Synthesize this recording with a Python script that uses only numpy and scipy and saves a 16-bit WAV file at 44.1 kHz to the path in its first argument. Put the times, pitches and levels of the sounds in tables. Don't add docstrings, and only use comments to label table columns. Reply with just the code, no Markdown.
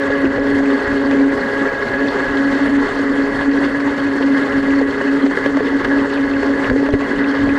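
import sys
import numpy as np
from scipy import signal
from scipy.fft import rfft, irfft
from scipy.io import wavfile
from scipy.ndimage import uniform_filter1d

SR = 44100
rng = np.random.default_rng(int(sys.argv[2]) if len(sys.argv) > 2 else 0)


def bounce(signal):
    frames = np.transpose(np.atleast_2d(signal))
    limited = np.clip(frames, -1, 1)
    pcm = np.round(limited * 32767).astype(np.int16)
    wavfile.write(sys.argv[1], SR, pcm)


def ratio(d):
    e = np.asarray(d, float) / 20
    return 10 ** e


N = 334278

# (time [s], change [dB], spread [s])
FLOW_SURGES = [(0.289,-7,0.015), (0.409,-4.5,0.013), (0.609,-6.5,0.011), (0.9,2,.04), (1.262,-3.5,0.011),
               (1.58,1,0.011), (2.2,2.5,0.064), (2.38,1.5,0.01), (2.549,2.5,0.059), (2.689,1.5,0.047),
               (2.844,3.5,0.024), (3.0,1.5,.04), (3.4,2.5,.04), (3.49,-3,0.022), (3.647,3,0.01),
               (4.42,2,0.078), (4.615,-5,0.0051), (4.859,-3.5,0.029), (4.92,1.5,0.02), (5.293,-5.5,0.0084),
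               (5.38,1.5,0.023), (5.512,-3.5,0.019), (5.617,-5.5,0.0063), (5.85,6,0.0053),
               (6.665,4.5,0.017), (6.74,-6.5,0.018), (6.815,-2.5,0.02), (6.914,-7.5,0.017),
               (6.969,-7.5,0.015), (7.35,2.5,0.033)]


def in_time(rows):
    s, *columns = np.transpose(rows)
    return [np.interp(np.arange(N) / SR, s, c) for c in columns]


def bumps(rows):
    out, t = np.zeros(N), np.arange(N) / SR
    for s, change, spread in rows:
        near = slice(max(int((s - 4 * spread) * SR), 0), int((s + 4 * spread) * SR))
        out[near] += change * np.exp(-0.5 * ((t[near] - s) / spread) ** 2)
    return out


def rms_one(x):
    return x / np.sqrt(np.mean(x ** 2) + 1e-20)


def drift(rate):
    r = np.exp(-40 * np.pi * rate / SR)
    coarse = rng.standard_normal(N // 20 + 4002)
    slow = signal.lfilter([1], [1, -2 * r, r * r], coarse)[4000:]
    return np.interp(np.arange(N) / 20, np.arange(len(slow)), rms_one(slow))


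def band(x, low_hz, high_hz):
    return signal.sosfilt(signal.butter(3, [low_hz, high_hz], "band", fs=SR, output="sos"), x)


def ring(clicks, hz, cycles):
    r, w = ratio(-60 * hz / (cycles * SR)), 2 * np.pi * hz / SR
    return signal.lfilter([0, np.sin(w)], [1, -2 * r * np.cos(w), r * r], clicks + 1e-18)


def hull(x):
    # (frequency [Hz], level [dB per Hz])
    below_cavity = [(12, -42), (25, -17.5), (60, -19.5), (180, -19.5), (245, -10), (330, -14.5), (420, -10),
                    (560, -13), (650, -22), (770, -24), (1100, -18), (1320, -21.5), (1500, -16.5),
                    (2110, -20)]
    # (frequency [Hz], level [dB per Hz])
    above_cavity = [(2260, -0.5), (3100, 0), (3700, -4.5), (4800, -7.5), (5800, -13.5), (6400, -13.5),
                    (7800, -16), (8500, -21.5), (10400, -26), (11500, -35.5), (12400, -29.5), (14000, -38),
                    (15500, -46), (17000, -58.5)]
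    # (frequency [Hz], width [Hz], boost [dB])
    planks = [(266.3, 53, 8), (400, 55, 6.5), (865, 61, 5), (1680, 81, 7.5), (1937, 150, 2.5),
              (4260, 100, -6), (4360, 166, 11)]
    housing_db = -33.5
    size = 16384
    hz = np.maximum(np.arange(size // 2 + 1) * SR / size, 1)
    points = np.array(below_cavity + [(f, db + housing_db) for f, db in above_cavity])
    level_db = np.interp(np.log(hz), np.log(points[:, 0]), points[:, 1])
    for f, width, boost_db in planks:
        level_db = level_db + boost_db / (1 + (2 * (hz - f) / width) ** 2)
    cepstrum = irfft(np.log(ratio(level_db)), size)
    cepstrum[1:size // 2] *= 2
    cepstrum[size // 2 + 1:] = 0
    return signal.fftconvolve(x, irfft(np.exp(rfft(cepstrum)), size))[..., :N]


def blade_db():
    # (time [s], level [dB])
    load = [(0.0, -20), (0.4, -17), (0.75, -12.5), (1.0, -18), (1.28, -10.5), (1.38, -26.0), (1.8, -34),
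            (2.05, -19), (2.2, -28.5), (2.38, -16.5), (2.8, -11), (3.0, -18.5), (3.5, -14.5), (4.0, -19.5),
            (5.0, -14), (6.0, -15), (7.1, -17), (7.58, -13.5)]
    # (time [s], change [dB], spread [s])
    slips = [(0.344, -8, 0.02), (0.808, -15.5, 0.027), (0.863, -17.5, 0.018), (1.901, -6, 0.033),
             (2.145, -12, 0.016), (2.27, -8.5, 0.014), (2.514, -8.5, 0.01), (2.594, -11, 0.011),
             (2.699, -5.2, 0.018), (2.893, -14.5, 0.036), (3.352, -10.5, 0.04), (3.707, -3.5, 0.019),
             (4.495, -10, 0.049), (4.939, -13.5, 0.0099), (4.969, -6.7, 0.054), (5.024, -14, 0.012),
             (5.208, -7, 0.013), (5.373, -19, 0.034), (5.507, -4.5, 0.018), (5.607, -18, 0.014),
             (5.702, -8, 0.02), (5.822, -12.5, 0.025), (5.872, -7.5, 0.011), (6.081, -7.5, 0.036),
             (6.286, -6.5, 0.011), (6.44, -7, 0.016), (6.575, -6.5, 0.0097), (6.645, -6.5, 0.06),
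             (7.094, -8, 0.03), (7.353, -6, 0.041)]
    # (time [s], change [dB], spread [s])
    bites = [(0.244,7,0.014), (0.56,2,0.04), (1.21,2,0.022), (1.626,13.5,0.04), (2.04,3.5,0.028),
             (2.47,1.5,0.016), (3.113,2.5,0.016), (3.198,6,0.012), (3.487,6.5,0.011), (3.881,7,0.015),
             (4.051,5.5,0.023), (4.255,5.5,0.013), (4.33,6,0.066), (4.56,5.5,0.022), (4.724,4,0.025),
             (4.8,3,0.025), (5.15,3.5,0.022), (5.245,8,0.0062), (5.57,4.5,.015), (5.76,3,.015),
             (5.961,4.5,0.043), (6.2,1.5,0.025), (6.505,2.5,0.034), (6.718,7,0.0065), (6.795,4,0.032),
             (6.95,4.5,.015), (7.2,0,0.016), (7.3,1.5,.015), (7.44,3,0.02)]
    return in_time(load)[0] + bumps(slips) + bumps(bites)


def spray_droplets(spray_db):
    sizes = ratio(4.5 * np.minimum(rng.exponential(1, N), 4.1))
    sizes = sizes * (rng.random(N) < 450 * ratio(spray_db) / SR)
    pitches, dealt = np.geomspace(2300, 13000, 16), rng.integers(0, 16, N)
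    return sum(ring(sizes * (dealt == k), hz, cycles=95.0) * np.sqrt(hz) for k, hz in enumerate(pitches))


def water():
    # (time [s], lift [dB], spread [s])
    heaves = [(0.264,11,0.016), (0.389,10,0.018), (0.559,9,0.035), (0.908,10.5,0.024), (1.137,4,0.016),
              (2.12,1,0.023), (2.74,9,0.061), (3.15,5.5,0.026), (3.357,7.5,0.039), (3.62,3.5,0.044),
              (4.565,6.5,0.027), (5.852,7.5,0.02), (6.006,7,0.018), (6.371,3,0.067), (6.705,19,0.018),
              (6.944,15.5,0.022), (7.17,17.5,0.019), (7.473,12.5,0.055)]
    duck_per_db, duck_lag_s = 0.0143, 0.048
    beat_db, t = uniform_filter1d(blade_db(), size=1100), np.arange(N) / SR
    rush_db = bumps(FLOW_SURGES) - duck_per_db * np.interp(t - duck_lag_s, t, beat_db - beat_db.mean())
    spray_db = 1.04 * rush_db
    heave_db = bumps(heaves) - 2.2 + 1.6 * drift(5.4)
    gurgle_db = 0.46 * bumps(heaves) + 0.35 * rush_db - 2.5 + 0.8 * drift(8.8)
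    lap_db = 0.47 * rush_db - 3.0 + 0.8 * drift(9.9)
    regions = [(140, heave_db), (280, gurgle_db), (600, lap_db), (2100, rush_db), (6000, spray_db),
               (np.inf, 0.7 * spray_db)]

    white, surge = rng.standard_normal((2, N)), drift(29)
    edges, flow = 16 * 2 ** np.arange(0, 10.1, 0.5), np.zeros(N)
    for k, (low, high) in enumerate(zip(edges, edges[1:])):
        flow_db = next(db for limit, db in regions if high < limit)
        half_octave = signal.butter(2, [low, high], "band", fs=SR, output="sos")
        patch = signal.sosfilt(half_octave, white[k % 2])
        flow += patch * ratio(flow_db + 1.02 * surge + 1.87 * drift(18.2))
    droplets = spray_droplets(spray_db)
    return ratio(-20) * rms_one(hull(rms_one(flow) + 0.27 * rms_one(droplets)))


def laps():
    per_s, level_db = 22, -35
    sizes = ratio(4.8 * np.minimum(rng.exponential(1, N), 3.1)) * (rng.random(N) < per_s / SR)
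    pitches, dealt = np.geomspace(330, 720, 8), rng.integers(0, 8, N)
    knocks = sum(ring(sizes * (dealt == k), hz, cycles=14) for k, hz in enumerate(pitches))
    return ratio(level_db) * rms_one(band(knocks, 250, 900))


def drops():
    # (time [s], peak [dB], ring [Hz])
    landings = [(0.2515, -17.5, 2670), (0.6564, -19.5, 2370), (1.113, -18, 2440), (1.1962, -26, 2840),
                (1.7095, -25.5, 2380), (2.0832, -16, 3500), (2.37, -19, 3650), (2.6748, -23.5, 2920),
                (3.6426, -25, 2740), (4.0664, -22, 2420), (4.2243, -18.5, 2780), (4.5246, -20, 2910),
                (4.7055, -19.5, 2550), (5.263, -39, 2850), (5.668, -20.5, 3050), (5.847, -25, 2830),
                (6.1005, -23, 2816), (6.173, -19.5, 2440), (6.335, -19, 2630), (6.4363, -29, 2560),
                (6.6425, -14.5, 2680), (6.8643, -22, 2470), (6.9316, -21, 2500), (7.01, -22, 2620),
                (7.2418, -19, 2600), (7.4927, -17, 2450)]
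    out, t = np.zeros(N + SR), np.arange(SR // 20) / SR
    for s, peak_db, hz in landings:
        burst = rng.standard_normal(len(t)) * np.exp(-t / 0.0064)
        ringing = ring(burst, hz, cycles=15.0)
        at = round(s * SR)
        out[at:at + len(t)] += ratio(peak_db - 3) * ringing / np.abs(ringing).max()
    return band(out[:N], 1500, 6000)


def slaps():
    # (time [s], peak [dB], knock [Hz], thud [dB], splash [dB])
    blows = [(0.103, -4.5, 520, -26, -23), (0.244, -0.5, 354, -49, -21), (0.382, -3.5, 517, -36, -31),
             (1.111, -11, 493, -52, -13.5), (2.829, -8, 407.4, -33, -29), (4.209, -5, 448.4, -43, -23),
             (4.813, -1.5, 487, -35, -19), (5.012, -8.5, 545.7, -33, -17), (5.263, -14, 490, -47, -16),
             (5.372, -10, 445.7, -30, -15), (5.46, -6, 527.3, -28, -12.5), (5.57, -7, 611, -38, -14),
             (5.606, -3, 438.5, -41, -25), (5.846, -9, 389, -45, -14.5), (6.431, -21, 399, -42, -15),
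             (6.699, -11, 344.4, -33, -12), (6.712, -5.5, 505, -15, -37), (6.761, -2.5, 450, -43, -21),
             (6.829, -4, 423, -38, -34), (6.863, -18, 332.6, -45, -20), (6.888, -5.5, 583, -23, -19),
             (6.938, 1, 403, 0, -16), (7.231, -17, 554.4, -42, -31), (7.49, -10, 371.7, -17.5, -21)]
    out, splash, t = np.zeros(N + SR), np.zeros(N + SR), np.arange(SR // 8) / SR
    knock_shape = np.exp(-t / 0.0054) * (1 - np.exp(-t / 0.00054))
    for (s, peak_db, knock_hz, thud_db, splash_db), size in zip(blows, rng.random(len(blows))):
        tone = np.sin(2 * np.pi * knock_hz * t) + 0.12 * np.sin(2.9 * np.pi * knock_hz * t)
        knock = ratio(peak_db - 1.0) * tone * knock_shape
        thud = ratio(thud_db + 8.5) * np.sin(2 * np.pi * (100 + 25 * size) * t) * np.exp(-t / 0.0011)
        burst = ratio(splash_db + 30.5) * rng.standard_normal(len(t)) * np.exp(-t / 0.0033)
        at = round(s * SR)
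        out[at:at + len(t)] += knock + thud
        splash[at:at + len(t)] += burst
    return out[:N] + hull(band(splash[:N], 450, 7500))


def order(turns, multiple, level_db, wobble_db, wander):
    height = np.sqrt(2) * ratio(level_db + wobble_db * drift(14))
    return height * np.sin(multiple * turns + wander * drift(17.8) + rng.uniform(0, 2 * np.pi))


def drive():
    # (time [s], turns per second [Hz], whirl [dB], motor current [dB])
    shaft = [(0.0, 138.2, 9.5, 2), (0.3, 139.4, 6.5, 2), (0.7, 138.2, 5, 0.5), (1.2, 138.1, 6, 0.5),
             (1.5, 137.6, 4, 2.5), (1.75, 137.5, -1, 4.5), (2.05, 139.2, 2, 3.5), (2.45, 138.4, -3, 4.5),
             (2.8, 139.7, -3, -2.5), (3.3, 138.8, 1, 2), (3.8, 140.6, -3, -0.5), (4.2, 138.1, -1, -0.5),
             (4.55, 137.8, 1, 0.5), (5.1, 138.3, 2.5, -5.5), (5.6, 139.2, -2.5, -3.5), (6.5, 138.5, 1.5, 1),
             (7.1, 139.8, -0.5, -2), (7.58, 139.4, -3, 1)]
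    # (time [s], change [Hz], spread [s])
    sags = [
        (0.27, -6, 0.01507),
        (6.725, -9.5, 0.0201),
    ]
    # (multiple [1], level [dB], share of whirl [1], share of current [1], phase wander [rad])
    whirl_orders = [(3, -30, 0.8, .01, 0.11), (4, -33, .6, 0.99, 0.31), (5, -43.5, 0.15, 1.6, 0.53),
                    (6, -43.5, .2, 1.2, 0.38), (12, -33.5, .01, 1.6, 0.37)]
    # (multiple [1], rms level [dB])
    weak_orders = [(1, -46.5), (7, -47.5), (8, -41.5), (10, -49), (14, -41)]
    shaft_hz, whirl_db, current_db = in_time(shaft)
    turns = 2 * np.pi * np.cumsum(shaft_hz + bumps(sags)) / SR + 0.12 * drift(9.6)
    surge_db = bumps(FLOW_SURGES)
    beat_db = blade_db() + 0.22 * np.minimum(surge_db, 0)
    out = order(turns, 2, beat_db, wobble_db=1.0, wander=0.21)
    for k, db, whirl, current, wander in whirl_orders:
        level_db = db + whirl * whirl_db + current * current_db + 0.27 * surge_db
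        level_db = level_db + 0.4 * drift(4.8)
        out = out + order(turns, round(k), level_db, wobble_db=1.6, wander=wander)
    for k, db in weak_orders:
        out = out + order(turns, k, db, wobble_db=3.5, wander=0.73)
    return out


def scene():
    return (water() + laps() + drops() + slaps() + drive())[None]


def roll_off(x):
    return signal.sosfilt(signal.butter(12, 15700, fs=SR, output="sos"), x)


def record(dry):
    mix = 1.067 * np.tanh(dry / 1.152)
    return roll_off(mix)


dry = scene()
out = record(dry)
bounce(out)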